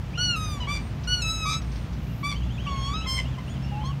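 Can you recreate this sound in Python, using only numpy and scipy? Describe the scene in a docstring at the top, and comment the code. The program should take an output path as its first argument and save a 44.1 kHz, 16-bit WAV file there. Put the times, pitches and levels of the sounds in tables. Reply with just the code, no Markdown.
"""A park pond where two black swans call, each with the vibrating membrane of its syrinx. One bugles
long, reedy notes that break between registers; the other answers with short honks that end in a creak.
Small birds peep and whistle in near-pure tones, and droplets splash lightly. Behind them a distant
engine slowly gathers speed over traffic rumble and soft air. The banks return a faint echo of the calls."""
import sys
import numpy as np
from scipy import signal
from scipy.fft import rfft, irfft
from scipy.io import wavfile

SR = 44100
rng = np.random.default_rng(int(sys.argv[2]) if len(sys.argv) > 2 else 0)


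def materialize(psi):
    """Save the field psi as 16-bit PCM at rate SR to the path in sys.argv[1].

    A 1-D psi becomes a single channel; in a 2-D psi each row is a channel.
    """
    bounded = np.clip(np.atleast_2d(psi).T, -1, 1)
    quanta = np.round(bounded * 32767).astype(np.int16)
    wavfile.write(sys.argv[1], SR, quanta)


N = 176400
T = np.arange(N) / SR
WHISTLE_WAVER = 0.011  # share of the pitch


def from_db(db):
    """Decibels to gain."""
    return 10 ** (np.asarray(db) / 20)


def rms_one(x):
    """Scale to unit power."""
    return x / np.sqrt(np.mean(x ** 2) + 1e-20)


def at_hz(points, hz):
    """Read a spectrum on a log-frequency axis."""
    point_hz, level_db = np.transpose(points)
    return np.interp(np.log(hz + 1e-9), np.log(point_hz), level_db)


def in_time(rows, t):
    """Read each column of a curve at the times t."""
    s, *columns = np.transpose(rows)
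    return [np.interp(t, s, c) for c in columns]


def glide(rows, t):
    """Pitch of a curve, rounded between its points (cubic segments)."""
    s, hz = np.transpose(rows)[:2]
    s = np.maximum.accumulate(s) + np.arange(len(s)) / SR
    slope, t = np.gradient(hz, s), np.clip(t, s[0], s[-1])
    slope[0], slope[-1] = 2 * slope[0] - slope[1], 2 * slope[-1] - slope[-2]
    i = np.minimum(np.searchsorted(s, t, "right"), len(s) - 1) - 1
    span, step = np.diff(s)[i], np.diff(hz)[i]
    u = (t - s[i]) / span
    bow = (1 - u) * (slope[i] * span - step) - u * (slope[i + 1] * span - step)
    return hz[i] + u * step + u * (1 - u) * bow


def ramp(x):
    """Smooth step from 0 to 1."""
    return np.sin(np.pi / 2 * np.clip(x, 0, 1)) ** 2


def drift(rate, t):
    """Random wavering of spread 1, as long as t, with about rate changes a second."""
    pole = np.exp(-20 * np.pi * rate / SR)
    white = rng.standard_normal(len(t) // 10 + 4000)
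    slow = signal.lfilter([1], [1, -2 * pole, pole * pole], white)[2000:]
    return np.interp(np.arange(len(t)) / 10, np.arange(len(slow)), rms_one(slow))


def noise(spectrum):
    """Noise of the given colour, unit power."""
    colour = from_db(at_hz(spectrum, np.fft.rfftfreq(N, 1 / SR)))
    return rms_one(irfft(rfft(rng.standard_normal(N)) * colour, N))


def turns(hz):
    """Phase in radians of an oscillator that follows a pitch."""
    return 2 * np.pi * np.cumsum(hz) / SR


def multiples(pitch, count=15):
    """Frequencies of the harmonics, one row each."""
    return np.arange(1, count + 1)[:, None] * pitch


def park_ambience():
    """A bed of traffic rumble and soft outdoor air, with a faint high hiss that comes and goes."""
    # Colours of the three layers: (frequency [Hz], relative level [dB])
    rumble_colour = [(22, -29.5), (40, -16.5), (58, 4), (80, -0.5), (105, -3.5), (140, -1.5), (190, -7.5),
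                     (260, -12), (400, -27), (700, -55.5)]
    air_colour = [(200, 0), (600, 3), (1000, -0.5), (1700, -4.5), (2800, -6.5), (4000, -12.5), (6300, -18),
                  (9000, -30), (12000, -46), (15500, -47.5)]
    hiss_colour = [(9000, -33), (11900, 3), (13000, -5.5), (15500, -2.5)]
    # Swell of the hiss: (time [s], level [dB])
    hiss_swell = [(1.8, -94.5), (2.05, -62.5), (2.25, -59), (2.6, -105.5)]
    hiss_db, = in_time(hiss_swell, T)
    rumble = from_db(-32.5) * noise(rumble_colour)
    air = from_db(-45.5 + 0.77 * drift(2.2, T)) * noise(air_colour)
    return rumble + air + from_db(hiss_db) * noise(hiss_colour)


def engine():
    """Low orders of a far engine gathering speed, wavering on their way across the water."""
    # Run-up: (time [s], firing rate [Hz], relative levels of orders 1, 2 and 2.5 [dB])
    run_up = [(0.0, 50.72, -36.5, -39, -37), (3.16, 62.65, -31, -34, -41.5), (4.0, 69.7, -32, -28.5, -48)]
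    trim_db, third_db = -3, -43
    rate, first_db, second_db, between_db = in_time(run_up, T)
    phase = turns(rate * (1 + 0.0047 * drift(4.5, T)))
    out = np.zeros(N)
    for order, db in [(1, first_db), (2, second_db), (2.5, between_db), (3, third_db)]:
        level = from_db(trim_db + db + 1.66 * drift(4.4, T))
        out += level * np.sin(order * phase + 2 * np.pi * rng.random())
    return np.sqrt(2) * out


def splashes():
    """Brief grainy sprays of droplets."""
    # Splash hits: (time [s], level [dB])
    hits = [(1.035, -43), (1.616, -45), (1.715, -45.5), (1.755, -43.5), (1.926, -47)]
    # Colour of the spray: (frequency [Hz], relative level [dB])
    spray_colour = [(1000, 4), (2500, -1.5), (5800, 2.5), (7500, -23), (15000, -24)]
    attack_s, decay_s, grain_db = 0.0023, 0.027, 2
    envelope = sum(from_db(db) * ramp((T - s) / attack_s) * np.exp(-np.abs(T - s) / decay_s)
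                   for s, db in hits)
    grain = rms_one(from_db(grain_db * drift(260, T)))
    return envelope * grain * noise(spray_colour)


def far_whistles():
    """Far birds whistle thin, wavering tones that swell and fade."""
    # High whistles: (start [s], length [s], pitch [Hz], level [dB])
    notes = [(0.796, 0.11, 8650, -59), (1.603, 0.28, 8670, -63), (3.457, 0.1, 8725, -60.5),
             (3.493, 0.0387, 6790, -52), (3.62, 0.0552, 5367, -51)]
    out = np.zeros(N)
    for start, length, hz, level_db in notes:
        on = (T > start) & (T < start + length)
        u = (T[on] - start) / length
        pitch = hz * (1 + WHISTLE_WAVER * drift(208, u))
        out[on] += from_db(level_db) * np.sqrt(np.sin(np.pi * u)) * np.sin(turns(pitch))
    return out


def slurred_whistle():
    """A small bird lifts a note, dips, then swings up through a wide arch."""
    # Contour of the whistle: (time [s], pitch [Hz], level [dB])
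    contour = [(3.625, 2650, -53), (3.715, 2860, -49), (3.765, 2650, -49), (3.85, 3310, -50.5),
               (3.905, 3060, -44), (3.945, 2400, -58)]
    on = (T > contour[0][0]) * (T < contour[-1][0])
    _, level_db = in_time(contour, T)
    level = from_db(level_db + 3 * drift(70, T))
    pitch = glide(contour, T) * (1 + WHISTLE_WAVER * drift(190, T))
    return on * level * np.sin(turns(pitch))


def peeps():
    """Small birds peep near-sines that arch up and down, lifted as they cross the beak's resonance."""
    # Arched peeps: (start [s], top pitch [Hz], level before beak and fade [dB])
    notes = [(.128, 3100, -39.5), (0.616, 3300, -45), (2.051, 2865, -49.5), (2.328, 3280, -45),
             (2.394, 3410, -51.5), (2.484, 3526, -45.5), (2.571, 3310, -42.5), (2.66, 3432, -42),
             (2.755, 3510, -49), (2.862, 3500, -44.5), (3, 3380, -41.5), (3.244, 3545, -45.5),
             (3.466, 3450, -46)]
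    length_s, arch, fade_db, octave_db = 0.125, 0.33, -9.5, -17
    beak_hz, beak_half_width_hz = 2910, 480
    out = np.zeros(N)
    for start, top_hz, level_db in notes:
        on = (T > start) & (T < start + length_s)
        u = (T[on] - start) / length_s
        pitch = top_hz * (1 - arch * (2 * u - 1) ** 2 + 0.0094 * drift(210, u))
        beak = 1 / (1 + ((pitch - beak_hz) / beak_half_width_hz) ** 2)
        phase = turns(pitch)
        tone = beak * np.sin(phase) + from_db(octave_db) * np.sin(np.pi * u) * np.sin(2 * phase)
        level = from_db(level_db + fade_db * u + 3.24 * drift(70, u))
        out[on] += level * tone * ramp(10 * u) * ramp(10 * (1 - u))
    return np.sqrt(2) * out


def syrinx(pitch, gains, rough, t):
    """Vibrating membrane: harmonics of one jittering cycle, each fluttering, raspy when rough."""
    jitter, flutter_db, rasp_db = 0.027, 2.12, -13.5
    phase = turns(pitch * (1 + jitter * rough * drift(236, t)))
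    out = np.zeros(len(t))
    for k, gain in enumerate(gains, 1):
        noise_band = drift(270, t) * np.cos(k * phase) + drift(333, t) * np.sin(k * phase)
        rasp = from_db(rasp_db) * rough * noise_band
        flutter = from_db(flutter_db * drift(14, t))
        out += gain * (k * pitch < SR * 0.45) * flutter * (np.sin(k * phase) + rasp)
    return np.sqrt(2) * out


def honking_swan():
    """Each honk scoops up and brightens, then sags and breaks into slow, creaky pulses."""
    # Honks: (start [s], length [s], top pitch [Hz], scoop [share of pitch],
    # level before the throat [dB], treble tilt [dB/octave])
    honks = [(0.671, 0.114, 1181, 0.07, -37.5, 0), (1.453, 0.097, 1191, 0.07, -36.5, 0.5),
             (2.229, 0.11, 1173, 0.05, -38.5, 0.5), (3.06, .149, 1055, 0.01, -39, 2),
             (3.375, 0.023, 1054, 0, -38.5, -2)]
    # Throat resonances: (frequency [Hz], gain [dB])
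    throat = [(1050, 0), (1170, 1), (2300, 3.5), (3150, 1), (3500, -3), (4200, -9.5), (4650, -4.5),
              (5270, -3.5), (5800, -10.5), (7200, -17.5), (8400, -14.5), (10400, -28.5), (12700, -29.5),
              (15500, -47)]
    attack_s, release_s, scoop_s = 0.0032, 0.0084, 0.0208
    opening_s, closed_db_per_octave = 0.0083, -13
    creak_s, creak_hz, creak_depth, creak_sag, creak_fade_db = 0.045, 104.6, 0.7, 0.046, -5.5
    out = np.zeros(N)
    for start, length, top_hz, scoop, level_db, open_tilt in honks:
        on = (T > start) & (T < start + length)
        t = T[on] - start
        creak = np.clip(1 - (length - t) / creak_s, 0, 1)
        pitch = top_hz * (1 - scoop * np.exp(-t / scoop_s) - creak_sag * creak ** 2)
        tilt = open_tilt + closed_db_per_octave * np.exp(-t / opening_s)
        colour_db = at_hz(throat, multiples(top_hz)) + tilt * np.log2(multiples(pitch) / pitch)
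        gains = from_db(level_db + creak_fade_db * creak + colour_db)
        pulse_hz = creak_hz * (1 + 0.15 * drift(44, t))
        pulses = 1 + creak_depth * np.sqrt(creak) * np.cos(turns(pulse_hz))
        voice = syrinx(pitch, gains, rough=0.11 + 1.26 * creak, t=t)
        out[on] += voice * pulses * ramp(t / attack_s) * ramp((length - t) / release_s)
    return out


def bugling_swan():
    """Reedy, gliding notes that break between registers; the overtones swell with effort."""
    # Bugled notes: (treble tilt [dB/octave], roughness [0-1], curve), each curve point being
    # (time [s], pitch [Hz], fundamental [dB], octave [dB], upper overtones together [dB])
    notes = [ (-4, 0.028, [(0.177, 1428, -32, -40, -38), (0.215, 1463, -34.5, -26.5, -26.5),
             (0.3, 1437, -38.5, -26, -32.5), (0.358, 1361, -34, -34, -43.5)]),
             (9, 0.11, [(0.36, 1274, -36, -44, -40), (0.54, 1178, -43.5, -52, -42.5),
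             (0.595, 1115, -43, -58, -59)]), (-6.5, 0.13, [(0.603, 1008, -40, -52, -38),
             (0.625, 987, -42.5, -62, -37), (0.655, 953, -43, -54, -45)]),
             (0, 0.039, [(1.074, 1473, -33, -34, -34), (1.132, 1468, -32, -27, -31),
             (1.217, 1435, -43.5, -49.5, -38)]), (4, 0.14, [(1.22, 1313, -56, -35, -28),
             (1.25, 1308, -40, -31.5, -36), (1.295, 1301, -36, -37.5, -32), (1.316, 1304, -34, -48, -31.5),
             (1.39, 1295, -40, -37.5, -39), (1.485, 1260, -39.5, -42, -35.5),
             (1.55, 1299, -34.5, -47, -33.5), (1.6, 1298, -41.5, -52, -50)]),
             (0, 0.19, [(2.662, 1156, -38, -49, -50.5), (2.868, 1104, -37.5, -57, -37),
             (2.935, 1161, -32.5, -48, -44)]), (-9, 0.096, [(2.938, 1249, -32, -50, -36),
             (3.012, 1307, -40, -43.5, -39), (3.06, 1284, -41, -45, -52)]),
             (-9, 0.15, [(3.715, 811, -44.5, -60.5, -73.5), (3.741, 826.9, -40, -74, -64.5),
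             (3.835, 855, -40, -64.5, -70)]), (2.5, 0.31, [(3.838, 1014, -40, -65.5, -57),
             (3.86, 1057, -40.5, -65, -42.5), (3.915, 1110, -42.5, -61, -57)])]
    # Throat colour of the upper overtones: (frequency [Hz], relative gain [dB])
    throat = [(2500, 26), (3200, 9), (4400, 4), (5300, -1), (6400, -1.5), (7000, -3), (7350, -24.5),
              (7800, -11.5), (8800, -16.5), (11500, -25), (13200, -32), (14700, -41)]
    attack_s, release_s = 0.01, 0.0071
    # High notes scoop up at the start and drop into the break, by these shares of the pitch.
    scoop, drop = 0.056, 0.06
    bend_s, high_register_hz = 0.0107, 1380
    out = np.zeros(N)
    for tilt, rough, curve in notes:
        start, end = curve[0][0] - attack_s / 2, curve[-1][0] + release_s
        on = (T > start) & (T < end)
        t = T[on]
        bend = scoop * np.exp((start - t) / bend_s) + drop * np.exp((t - end) / bend_s)
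        is_high = curve[1][1] > high_register_hz
        pitch = glide(curve, t) * (1 - bend * is_high)
        _, fundamental_db, octave_db, upper_db = in_time(curve, t)
        upper_hz = multiples(pitch)[2:]
        upper = from_db(at_hz(throat, upper_hz) + tilt * np.log2(upper_hz / pitch))
        upper *= from_db(upper_db) / np.linalg.norm(upper, axis=0)
        gains = np.vstack([from_db(fundamental_db), from_db(octave_db), upper])
        envelope = ramp((t - start) / attack_s) * ramp((end - t) / release_s)
        out[on] += syrinx(pitch, gains, rough, t) * envelope
    return out


def banks(x):
    """A quick reflection off the bank and a short, dull scatter from the trees."""
    # Bank reflection: (delay [s], level [dB])
    reflections = [(0.016, -26.5)]
    t60_s, scatter_db, lowpass_hz = 0.18, -14, 9200
    t = T[:SR]
    pole = np.exp(-2 * np.pi * lowpass_hz / SR)
    dull_noise = signal.lfilter([1], [1, -pole], rng.standard_normal(SR))
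    tail = dull_noise * from_db(-60 * t / t60_s) * ramp(t / 0.0097)
    scatter = signal.fftconvolve(x, tail / np.linalg.norm(tail))[:N]
    slap = sum(from_db(db) * np.pad(x, (int(s * SR), 0))[:N] for s, db in reflections)
    return from_db(scatter_db) * scatter + slap


def scene():
    """Mono mix: the bugling swan is the driest caller; the others send more to the echo."""
    bugle, honk = bugling_swan(), honking_swan()
    birds = peeps() + slurred_whistle() + far_whistles()
    echo = banks(from_db(-0.5) * bugle + from_db(6.5) * honk + from_db(4.5) * birds)
    return (bugle + honk + birds + echo + splashes() + engine() + park_ambience())[None]


def record(dry):
    """A steep low-pass trims the very top."""
    cutoff_hz = 15700
    return signal.sosfilt(signal.ellip(12, 0.1, 80, cutoff_hz, fs=SR, output="sos"), dry)


dry = scene()
out = record(dry)
materialize(out)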